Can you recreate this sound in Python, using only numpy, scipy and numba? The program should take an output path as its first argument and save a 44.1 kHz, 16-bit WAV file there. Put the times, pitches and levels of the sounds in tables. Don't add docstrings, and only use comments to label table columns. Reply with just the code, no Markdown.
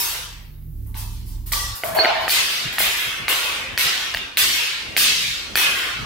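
import sys
import numpy as np
from scipy import signal
from scipy.fft import rfft, irfft
from scipy.io import wavfile
from scipy.ndimage import uniform_filter1d
from numba import njit

SR = 44100
rng = np.random.default_rng(int(sys.argv[2]) if len(sys.argv) > 2 else 0)


def int16_out(signal):
    q = np.round(np.clip(np.atleast_2d(signal).T, -1, 1) * 32767)
    wavfile.write(sys.argv[1], SR, q.astype(np.int16))


N = 266805
T = np.arange(0, N + 32, 32) / SR
HZ = np.fft.rfftfreq(N, 1 / SR)

# f/Hz, level/dB
GREEN_AIR = [(59, 10), (100, 3.5), (160, 2), (197, -17), (255, -4.5), (583, -16), (5080, -68),
             (10900, -18.5), (16000, -12.5)]
BROWN_AIR = [(25, -5), (60, 2), (120, -5), (250, -5), (500, -5.5), (1500, -17), (6000, -21), (16000, -31.5)]
# f/Hz, level/dB
RUMBLE_COLOUR = [(40, -2), (120, -3.5), (200, -8), (350, -18.5), (600, -43)]
# f/Hz, level/dB
HUM_TONES = [(39, -2), (64, -7), (103, 0), (151, -6.5)]
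# t/s, level of the lowest two/dB, level of the third/dB, level of the fourth/dB
HUM_SWELL = [(0.0, -53, -74, -46), (0.098, -45, -61, -70), (0.196, -41.5, -49, -54),
             (0.704, -35, -45.5, -33), (0.828, -30, -34, -69), (1.416, -30, -41, -52),
             (1.74, -35, -37.5, -54), (1.76, -42, -53, -29)]
# t/s, level/dB, length/s
SOFT_THUDS = [(1.935, -39, 0.08), (2.662, -33, 0.024), (2.852, -41, 0.061), (3.084, -38, 0.018),
              (3.229, -42, 0.023), (3.738, -41, 0.06), (3.865, -36, 0.015), (4.164, -42, 0.03),
              (4.445, -46, .06), (5.102, -46, 0.037), (5.282, -41, 0.09), (5.53, -39, .03),
              (6.02, -33.5, 0.062)]
# f/Hz, level/dB
ECHO_COLOUR = [(120, -64), (200, -15.5), (491, -14), (538, -12.5), (590, -13.5), (1120, -3), (3190, -1),
               (5630, -5.5), (6760, -8.5), (14300, -4), (16000, -7)]
# f/Hz, fade time/s
ECHO_FADE = [(200, 0.77), (600, 0.93), (1500, 0.82), (3000, 0.73), (6000, 0.64), (10000, 0.49),
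             (16000, 0.39)]
ECHO_RANGES = (900, 2500, 5000, 11000)
# f/Hz, width/Hz, level/dB, time to fade by 60 dB/s
GREEN_TONES = [(928, 180, -4, 0.72), (1161, 43, -4, 0.72), (1946, 30, 15.5, 0.6), (4200, 50, 3, 0.37),
               (4500, 40, -9, .5), (5281, 50, -8, .5), (7060, 150, 13.5, 0.49)]
BROWN_TONES = [(647.3, 28, 3, 0.24), (701, 41, -10, 1), (777, 180, -8.5, 0.77), (888, 20, -3, 0.24),
               (1038, 41, 2, 0.18), (2533, 20, -3, 0.41), (4200, 57, 0, .1), (4450, 72, 4.5, 0.19)]
# f/Hz, level/dB, time to fade by 60 dB/s
KNOCK_TONES = [(763, -16, 0.014), (1435, -14.5, 0.028), (2062, -1.5, 0.013), (2780, -7, 0.019),
               (3330, -3, 0.0047), (4370, -4.5, 0.0067)]
# t/s, knock level/dB, brightness/(dB per octave), echo level/dB, bass/dB,
# upper middle/dB, treble/dB, rattle length/s, late echo/dB, ring centre/Hz, ring level/dB.
# The dB columns after the echo level are added to it.
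STAIR_BLOWS = [(-.071, -49, 0, -12, -5.5, 5.5, 12.5, 0.001, -3, 940, -6),
               (0.861, -54, -6, -65, 5, -4, 19, .01, -20, 930, 10),
               (.943, -30, 4, -43, 7, 5, -2, .01, -20, 920, 4.5),
               (.965, -32, 5, -42.5, -25, 6.5, 11, 0.052, 1, 920, -5),
               (1.255, -70, 0, -55.5, -9.5, 6.5, 12, .1, -9, 920, 1.5),
               (1.459, -49, 11, -47.5, 2, 5.5, 13.5, 0.018, 10, 1080, -11),
               (1.519, -14.5, -3, -23.5, 3.5, 15.5, 11, 0.004, -34, 1220, 9),
               (1.75, -60, 0, -46, 12, 4, 16.5, 0.0033, -31.5, 1210, -11),
               (1.835, -7, -8, -29, 13, -0.5, 6, 0.0087, -8, 694, 5),
               (1.879, -66, -9, -38.5, 0, -12, -23, 0.012, 4, 650, 15),
               (1.945, -51, 0, -20.5, 10, -8, -0.5, 0.05, -22, 686, 7),
               (1.965, -30, 0, -27, -3, -11, -6, 0.029, -20, 4400, 5.5),
               (1.987, 4, -8, -8.5, 1, -7, -18, 0.01, -23, 4380, 9),
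               (2.047, 7, -5.5, -9, -8, -4.5, -58, 0.057, -13, 810, -2.3),
               (2.14, -40, 0, -23, -15, -17, -19, .12, -18, 830, 1.5),
               (2.2, -40, 8, -26, -1, -15.5, -11, 0.075, -20, 4320, -10),
               (2.279, 2, -5.5, -17, -15, 3, -1, 0.0091, -20, 4400, -20),
               (2.294, -1, 9, -4.5, -13.5, 0, -3, 0.12, -1, 4360, -15.5),
               (2.72, -52, 5, -26.5, -8, -7, -6.5, 0.013, -20, 805, -13),
               (2.783, 1.5, -3, -4, -13.5, -6.5, -2.7, 0.1, 0.5, 830, -25),
               (3.281, 0.5, -0.5, -5.5, -8.5, -4, -4.5, 0.055, 1, 814, -26),
               (3.776, 2.5, 5.5, -5, -12, -1.5, -7, 0.12, -6.5, 800, -50),
               (4.146, 1, 0.5, -23, -11, -4.5, -19, 0.021, -38, 847, -14),
               (4.371, 5, 6.5, 0.5, -20, -0.3, -3.5, 0.074, 0.5, 790, -39),
               (4.965, 6, 0, -2.7, -18, 3.5, -1.5, 0.14, -4.5, 770, -37),
               (5.555, 6.5, 6.5, -1.6, -12, -7, -6.5, 0.12, -2, 2470, -2.5)]
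# t/s, level/dB, brightness/(dB per octave)
BOUNCES = [(0.624, -53, 7), (1.534, 2, 8), (2.055, 7.5, -4.5), (2.306, -3.5, 17), (2.804, -3, -9),
           (3.794, -1, 6), (3.81, 0, 11), (4.14, -10, 2), (4.171, -4.5, 4), (4.377, 2, 2.5), (4.977, 7, 10),
           (5.574, 3, 5)]

BROWN_START_S, HUM_END_S = 1.834, 1.765
FIRST_WALL_S, FAR_WALL_S = 0.00055, 0.07
BUILD_S, RATTLE_BUILD_SHARE, LATE_BUILD_S = 0.0078, 0.077, 0.08
DROP_DB_PER_RATTLE_S, DROP_S, DROP_ABOVE_HZ = -21.5, 0.0056, 1230
LATE_DB_PER_OCTAVE, RING_DB_PER_OCTAVE = -2, -32


def undb(db):
    return 10 ** (np.asarray(db) / 20)


def at_pitch(hz, table):
    at, value = np.transpose(table)
    return np.interp(np.log(np.maximum(hz, 1)), np.log(at), value)


def to_audio(curve, times=T):
    return np.interp(np.arange(N) / SR, times, curve)


def wander(rate_hz):
    span = int(SR / rate_hz)
    steps = np.repeat(rng.standard_normal(N // span + 1), span)
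    wobble = uniform_filter1d(uniform_filter1d(steps, span), span)[:N]
    return wobble / wobble.std()


def noise(likeness):
    mid, side = rfft(rng.standard_normal((2, N)))
    likeness = np.clip(likeness, 0, 1)
    mid, side = np.sqrt(1 + likeness) * mid, np.sqrt(1 - likeness) * side
    return np.array([mid + side, mid - side])


def shaped(white, gain):
    sound = irfft(white * gain, N)
    return sound / np.sqrt(np.mean(sound ** 2))


def air(colour, db):
    gain = undb(at_pitch(HZ, colour)) * (HZ > colour[0][0])
    return shaped(noise(.9 - HZ / 500), gain) * undb(db)


def hum(drift_hz=1.44, waver_db=2.0):
    when, low_db, third_db, fourth_db = np.transpose(HUM_SWELL)
    out = air(RUMBLE_COLOUR, to_audio(low_db, when) - 11.5)
    for (hz, db), swell_db in zip(HUM_TONES, (low_db, low_db, third_db, fourth_db)):
        phase = 2 * np.pi * np.cumsum(hz + drift_hz * wander(6.64)) / SR - np.array([[0], [.3]])
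        level = undb(db + to_audio(swell_db, when) + waver_db * wander(14.93))
        out += np.sqrt(2) * level * np.sin(phase)
    fade_out = to_audio(np.clip((HUM_END_S - T) / 0.022, 0, 1))
    return out * undb([[-1.5], [1.5]]) * fade_out


def thuds():
    when, db, length = np.transpose(SOFT_THUDS)[:, :, None]
    swells = undb(db) * np.exp(-((T - when) / length) ** 2)
    return air(RUMBLE_COLOUR, 0) * to_audio(swells.sum(axis=0))


def shimmer(white, depth_db=3.5):
    grid = signal.stft(irfft(white, N), nperseg=1024, noverlap=768)[2]
    patches = uniform_filter1d(rng.standard_normal(grid.shape[1:]), size=16, axis=1)
    patches = uniform_filter1d(patches, size=2, axis=0)
    grid *= undb(depth_db * patches / patches.std())
    return rfft(signal.istft(grid, nperseg=1024, noverlap=768)[1][:, :N])


def stairwell():
    wash = shimmer(noise(np.maximum(0.088, 1 - HZ / 1500))) * undb(at_pitch(HZ, ECHO_COLOUR))
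    wash /= np.std(irfft(wash * ((HZ > 1500) & (HZ < 5000)), N))
    octave = np.log2(np.maximum(HZ, 1))
    return [(2 ** centre, irfft(wash * np.clip(1 - 2 * abs(octave - centre), 0, 1), N))
            for centre in np.arange(8.5, 14.1, .5)]


def tails(hz, when, db, fade_s, hold_s, build_s):
    age = np.maximum(T - when[:, None] - FIRST_WALL_S, 0)
    after = np.maximum(age - hold_s[:, None], 0)
    rise = 1 - np.exp(-age / build_s[:, None])
    drop_db = DROP_DB_PER_RATTLE_S * hold_s[:, None] / (1 + (DROP_ABOVE_HZ / hz) ** 2)
    fall_db = drop_db * (1 - np.exp(-after / DROP_S)) - 60 * after / fade_s
    power = (rise * undb(db[:, None] + fall_db)) ** 2
    return to_audio(np.sqrt(power.sum(axis=0)))


def echo(blows, bands, fade_share, rattle_top_hz=6370):
    when, _, _, echo_db, bass, upper, treble, rattle_s, late_db, _, _ = blows.T
    colours = [list(zip(ECHO_RANGES, (low, 0, up, top))) for low, up, top in zip(bass, upper, treble)]
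    starts = np.r_[when, when + rattle_s + FAR_WALL_S]
    out = 0
    for hz, band in bands:
        near_db = echo_db + [at_pitch(hz, colour) for colour in colours]
        far_db = near_db + late_db + LATE_DB_PER_OCTAVE * np.log2(hz / ECHO_RANGES[1])
        shorten = min(1, rattle_top_hz / hz)
        hold_s = np.r_[shorten * rattle_s, np.zeros(len(when))]
        near_build_s = shorten * (BUILD_S + RATTLE_BUILD_SHARE * rattle_s)
        build_s = np.r_[near_build_s, np.full(len(when), LATE_BUILD_S)]
        fade_s = fade_share * at_pitch(hz, ECHO_FADE)
        out += band * tails(hz, starts, np.r_[near_db, far_db], fade_s, hold_s, build_s)
    return out


def ringing(blows, tones):
    when, _, _, echo_db, _, _, _, rattle_s, _, centre_hz, ring_db = blows.T
    build_s = BUILD_S + RATTLE_BUILD_SHARE * rattle_s
    white, out = noise(0.16), 0
    for hz, width, db, fade_s in tones:
        tone = shaped(white, 1 / (1 + (2 * (HZ - hz) / width) ** 2))
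        level_db = echo_db + ring_db + db + RING_DB_PER_OCTAVE * abs(np.log2(hz / centre_hz))
        out += tone * tails(hz, when, level_db, fade_s, rattle_s, build_s)
    return out


def knocks(edge_db=-27, scatter=.1):
    out, t = np.zeros(N + 800), np.arange(800) / SR
    hz, tone_db, fade_s = np.transpose(KNOCK_TONES)[:, :, None]
    fade = undb(-60 * t / fade_s) * (1 - np.exp(-t / 0.00013))
    for when, db, brightness in [blow[:3] for blow in STAIR_BLOWS if blow[0] > 0] + BOUNCES:
        pitch = hz * (1 + scatter * rng.uniform(-1.69, 1, hz.shape))
        tones = np.sin(2 * np.pi * pitch * t) * rng.choice([-1, 1], hz.shape)
        knock = (undb(tone_db + brightness * np.log2(hz / 2000)) * fade * tones).sum(axis=0)
        hiss = np.diff(rng.standard_normal(len(t) + 1))
        edge = undb(edge_db + brightness) * hiss * np.exp(-t / 0.0074)
        at = int((when + .0008) * SR)
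        out[at:at + len(t)] += undb(db) * (knock / abs(knock).max() + edge)
    return signal.sosfilt(signal.butter(2, 450, "high", fs=SR, output="sos"), out[:N])


def scene():
    bands, blows = stairwell(), np.array(STAIR_BLOWS)
    early = blows[:, 0] < BROWN_START_S
    green = echo(blows[early], bands, fade_share=0.93) + ringing(blows[early], GREEN_TONES)
    brown = echo(blows[~early], bands, fade_share=0.99) + ringing(blows[~early], BROWN_TONES)
    brown += air(BROWN_AIR, db=-43 + 2.5 * wander(12)) + thuds()
    hits = knocks()
    green += hum() + air(GREEN_AIR, db=-48)
    green_share = to_audio(np.clip((BROWN_START_S - T) / 0.0022, 0, 1))
    return green_share * green + (1 - green_share) * brown + hits


@njit
def follow(power, rise_s, fall_s):
    out, level = np.empty(len(power)), power[:400].mean()
    for i in range(len(power)):
        level += (power[i] - level) / (SR * (rise_s if power[i] > level else fall_s))
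        out[i] = level
    return out


def record(dry, knee_db=-28.5, ratio=2.3, bass_hz=250, top_hz=15700):
    upper = signal.sosfilt(signal.butter(2, bass_hz, "high", fs=SR, output="sos"), dry)
    power = follow(np.mean(upper ** 2, axis=0), rise_s=0.0088, fall_s=0.0056)
    gain = (1 + power / undb(2 * knee_db)) ** ((1 / ratio - 1) / 2)
    held = dry + (gain - 1) * upper
    return signal.sosfilt(signal.ellip(10, .2, 80, top_hz, fs=SR, output="sos"), held)


dry = scene()
out = record(dry)
int16_out(out)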